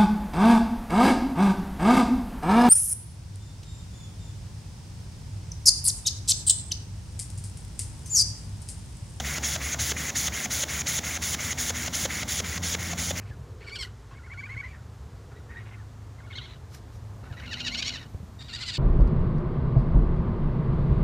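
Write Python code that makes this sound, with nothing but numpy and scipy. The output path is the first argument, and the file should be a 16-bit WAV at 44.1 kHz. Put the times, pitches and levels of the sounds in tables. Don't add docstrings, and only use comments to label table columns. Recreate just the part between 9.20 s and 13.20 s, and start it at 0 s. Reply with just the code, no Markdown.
import sys
import numpy as np
from scipy import signal
from scipy.fft import rfft, irfft
from scipy.io import wavfile

SR = 44100
rng = np.random.default_rng(int(sys.argv[2]) if len(sys.argv) > 2 else 0)


def waveform_to_disk(signal):
    frames = np.transpose(np.atleast_2d(signal))
    scaled = np.clip(frames, -1, 1) * 32767
    samples = np.round(scaled).astype(np.int16)
    wavfile.write(sys.argv[1], SR, samples)


N = 176400
t, freqs = np.arange(N) / SR, np.fft.rfftfreq(N, 1 / SR)


def amp(db):
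    return 10 ** (np.asarray(db) / 20)


def unit(x):
    return x / np.sqrt(np.mean(x ** 2) + 1e-20)


def coloured(x, points):
    hz, db = np.transpose(points)
    return irfft(rfft(x) * amp(np.interp(np.log(freqs + 1), np.log(hz + 1), db)), N)


def wander(hz):
    return unit(irfft(rfft(rng.standard_normal(N))[:int(hz * N / SR) + 2], N))


def ringing(hz, width_hz):
    detuning = (freqs - hz) / width_hz
    return unit(irfft(rfft(rng.standard_normal(N)) / (1 + 2 * detuning ** 2) ** 2, N))


def ramp(u):
    return .5 + .5 * np.tanh(u / 2)


def swell(age, peak_s):
    u = age / peak_s
    return (u * np.exp(1 - u)) ** 1.96


# f/Hz, relative level/dB
RUMBLE_SPECTRUM = [(20, -25), (48, -10), (62, 3.5), (120, 1.5), (170, -1.5), (240, -3), (330, -9.5),
                   (430, -12.5), (600, -10.5), (900, -14.5), (1400, -21.5), (3000, -41.5)]

def rumble():
    steady = amp(-39.5) * unit(coloured(rng.standard_normal(N), RUMBLE_SPECTRUM))
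    surge = amp(-41) * np.exp(-.5 * ((t - 0.65) / 0.068) ** 2)
    return steady + surge * ringing(hz=122, width_hz=75)


# t/s, fundamental f/Hz, level/dB of harmonics 1, 2 and 3
MOTOR_HARMONICS = [(0, 71.12, -38, -44, -47), (.65, 74.8, -41, -56.5, -66), (1.25, 77.03, -51, -65, -66),
                   (1.7, 81, -43, -50, -60), (2.6, 81.37, -43.5, -54.5, -48),
                   (3.099, 83.06, -43.5, -46, -56.5), (3.5, 86.07, -36.5, -43.5, -67),
                   (4, 88.5, -39.5, -41.5, -47)]

def motor():
    def wavering_phase(hz, rate_hz):
        return 2 * np.pi * np.cumsum(hz * (1 + 0.01535 * wander(rate_hz))) / SR

    times, *columns = np.transpose(MOTOR_HARMONICS)
    hz, *levels = [np.interp(t, times, column) for column in columns]
    phase = wavering_phase(hz, rate_hz=9.7)
    drone = sum(amp(db - 1.5 * wander(hz=5.7)) * np.sin(k * phase) for k, db in enumerate(levels, 1))
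    hum = amp(-49) * np.sin(wavering_phase(hz=67.5, rate_hz=6.5))
    return np.sqrt(2) * (drone + hum)


# f/Hz, gain/dB
PAD_RESPONSE = [(410, -43), (700, -15.5), (1130, -11.5), (1360, -6.5), (1600, -6), (1850, -5), (2130, -2),
                (2500, -12), (3000, -10.5), (3500, -8), (4000, -10.5), (4900, -8.5), (5800, -2.5),
                (6700, 0.5), (7250, -2), (7950, -15.5), (8600, -16), (10400, -8), (11800, -16),
                (13500, -24), (14700, -11.5), (15800, -10)]

def grains(per_s=12000, spread_db=2, hiss_share=0.53):
    sizes = amp(spread_db * np.minimum(rng.exponential(1, N), 5)) * rng.choice([-1, 1], N)
    clicks = unit(sizes * (rng.random(N) < per_s / SR))
    return unit(coloured(clicks + hiss_share * rng.standard_normal(N), PAD_RESPONSE))


# t/s, level/dB
FOAM_LEVELS = [(0, -41), (.2, -40.5), (.57, -42), (.93, -41.5), (1.65, -43), (2.35, -42.5), (2.7, -41.5),
               (3.06, -43), (3.4, -45.5), (3.75, -41.5)]
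# f/Hz, gain/dB
FOAM_TONE = [(500, 14), (1300, 0), (2100, 0.5), (3500, 1.5), (6500, -3), (10000, -6), (15500, -1.5)]

def foam(release_db=-50, fade_s=0.055):
    steady = amp(np.interp(t, *np.transpose(FOAM_LEVELS)))
    release = sum((t > end) * np.exp(-abs(t - end) / fade_s) for _, end, *_ in PULLS)
    return (steady + amp(release_db) * release) * coloured(grains(), FOAM_TONE)


# t/s, level/dB
BREAKAWAYS = [(.046, -41), (.238, -31.5), (.769, -33), (.959, -36), (1.131, -46), (1.674, -38),
              (2.030, -38), (2.386, -37.5), (2.739, -44), (2.907, -37)]

def scrapes(half_width_s=0.0047):
    envelope = sum(amp(db) / (1 + ((t - at) / half_width_s) ** 4) for at, db in BREAKAWAYS)
    return envelope * ringing(hz=2050, width_hz=1150)


# t/s, thud level/dB, thud f/Hz, crunch level/dB
GRABS = [(.005, -34.5, 736, -33), (.184, -45, 530, -31), (.363, -35.5, 620, -29), (.547, -38.5, 690, -43),
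         (.721, -34, 407, -31.5), (.903, -47, 613, -41), (1.083, -42, 605, -29), (1.260, -37, 750, -39),
         (1.437, -33.5, 560, -31), (1.618, -63, 800, -35), (1.791, -40, 544, -35), (1.974, -55, 760, -35),
         (2.147, -34.5, 358, -31), (2.330, -39.5, 770, -32.5), (2.506, -31.5, 500, -28.5),
         (2.681, -35.5, 650, -31), (2.857, -25, 530, -29), (3.033, -35, 750, -31.5),
         (3.203, -37.5, 469, -30), (3.380, -37.5, 1100, -31.5), (3.550, -33.5, 467.5, -26),
         (3.735, -38, 700, -33), (3.912, -27.5, 577, -36)]
# f/Hz, relative level/dB
CRUNCH_SPECTRUM = [(400, -9), (900, -3.5), (1800, -1.5), (2500, -2), (3400, -3.5), (4500, -7), (6500, -3),
                   (8000, -17), (16000, -43)]

def grabs(rise_s=0.0022):
    thud, crunch = np.zeros(N), np.zeros(N)
    for (at, thud_db, hz, crunch_db), phase in zip(GRABS, rng.random(len(GRABS))):
        on = (t > at - 2 * rise_s) & (t < at + 10 * rise_s)
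        age = t[on] - at
        envelope = np.exp(-(age / (2 * rise_s)) ** 2) * np.minimum(age / rise_s + 2, 1)
        cycle = np.sin(2 * np.pi * (hz * age + phase))
        thud[on] += amp(thud_db) * envelope * cycle * np.sqrt(2)
        crunch[on] += amp(crunch_db) * envelope * (1 + .5 * cycle)
    roughness = 1 + .55 * wander(hz=259)
    return thud * roughness + crunch * unit(coloured(rng.standard_normal(N), CRUNCH_SPECTRUM))


def squeals(strokes):
    envelope = np.zeros(N)
    for start, end, _, _, opening_db, closing_db in strokes:
        on = (t > start) & (t < end)
        opening = amp(opening_db) * swell(t[on] - start, peak_s=0.026)
        closing = amp(closing_db) * swell(end - t[on], peak_s=0.015)
        envelope[on] = opening + closing
    return envelope * ringing(hz=6550, width_hz=1200)


def chirps(strokes):
    envelope = np.zeros(N)
    for start, end, *_, closing_db in strokes:
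        on = (t > start) & (t < end)
        envelope[on] = amp(closing_db - 3) * swell(end - t[on], peak_s=0.01)
    return envelope * ringing(hz=3360, width_hz=1000)


def hand_motion(strokes, grip_db, bite_db=3, press_s=0.0027):
    speed, friction = np.zeros(N), np.zeros(N)
    for start, end, db, top_speed, *_ in strokes:
        on = (t > start - 10 * press_s) & (t < end)
        since, left = t[on] - start, end - t[on]
        cruise = top_speed * (1 - 0.24 * (since / (end - start)) ** 2)
        speeding_up = ramp((since - 0.021) / 0.011)
        slowing_down = 1 - np.exp(-left / 0.013)
        speed[on] = cruise * speeding_up * slowing_down
        contact = ramp((since - 0.00041) / press_s)
        grip = grip_db * swell(np.maximum(since, 0), peak_s=0.019)
        bite = bite_db * np.exp(-left / 0.012)
        friction[on] = amp(db + grip + bite) * contact
    return speed, friction


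# start t/s, end t/s, level/dB, relative speed (0-1), opening squeal level/dB, closing squeal level/dB
PUSHES = [(0.039, 0.187, -30.5, 0.56, -43, -36), (0.403, 0.552, -31.5, 0.64, -45, -30),
          (0.762, 0.91, -31, 0.66, -36.5, -31), (1.12, 1.265, -31, 0.65, -38, -29.5),
          (1.479, 1.623, -30.5, 0.73, -39, -29), (1.83, 1.976, -30.5, 0.64, -37, -31),
          (2.184, 2.334, -30.5, 0.62, -44, -32.5), (2.539, 2.688, -31.5, 0.65, -42, -37),
          (2.891, 3.036, -30.5, 0.52, -46, -40), (3.233, 3.383, -32.5, 0.5, -61, -39),
          (3.582, 3.740, -33, 0.45, -44, -35), (3.952, 4.100, -31.5, .75, -53, -47)]
PULLS = [(-.130, 0.008, -31.5, 0.7, -40, -27.5), (0.224, 0.366, -28.5, 0.6, -31, -33.5),
         (0.587, 0.725, -28, .9, -33, -31.5), (0.949, 1.088, -28, 1.0, -29, -31.5),
         (1.301, 1.445, -28, 0.9, -36, -28), (1.661, 1.797, -28.5, 0.99, -32, -29),
         (2.015, 2.154, -29, 1.0, -34.5, -33.5), (2.375, 2.511, -29, 0.86, -31.5, -33.5),
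         (2.727, 2.865, -29, 0.82, -32.5, -33), (3.076, 3.209, -28.5, 0.76, -48, -33.5),
         (3.420, 3.554, -29, 0.57, -50, -32), (3.772, 3.921, -30, 0.64, -37, -33.5)]
# f/Hz, gain/dB
PUSH_TONE = [(400, -58), (1000, -1.5), (1700, 1), (2500, 4.5), (3600, 0), (6500, -4), (10000, -1),
             (15500, 0.5)]
PULL_TONE = [(400, 2), (1000, -6.5), (1700, -3), (2500, -0.5), (3600, 2), (6500, -2), (10000, 0.5),
             (15500, 0.5)]

def scrub(strokes, tone, grip_db, full_speed_slip_hz=12740, swish_db=1.5, bands=30):
    speed, friction = hand_motion(strokes, grip_db)
    slip_hz = full_speed_slip_hz * speed + 1
    spectrum = rfft(coloured(grains(), tone))
    centres = np.geomspace(500, 16000, bands)
    rubbing = np.zeros(N)
    for hz, weights in zip(centres, np.eye(bands)):
        band = irfft(spectrum * np.interp(freqs, centres, weights), N)
        ratio = hz / slip_hz
        swish = np.exp(-.5 * (np.log2(ratio) / .35) ** 2)
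        flicker_db = 1.64 * wander(hz=43.8)
        roll_off = 1 / np.sqrt(1 + (ratio / 2) ** 1.98)
        rubbing += band * amp(swish_db * swish + flicker_db) * roll_off
    judder = amp(-0.5 * wander(hz=141))
    return rubbing * friction * judder


def scene():
    rubbing = scrub(PUSHES, PUSH_TONE, grip_db=0.1) + scrub(PULLS, PULL_TONE, grip_db=2)
    pad = rubbing + scrapes() + squeals(PUSHES + PULLS) + chirps(PULLS) + grabs() + foam()
    mono = pad + motor() + rumble()
    return np.array([mono, mono])


def record(dry):
    taps = signal.firwin(511, 15900, window=("kaiser", 9), fs=SR)
    return signal.oaconvolve(dry, taps[None], "same")


dry = scene()
out = record(dry)
waveform_to_disk(out)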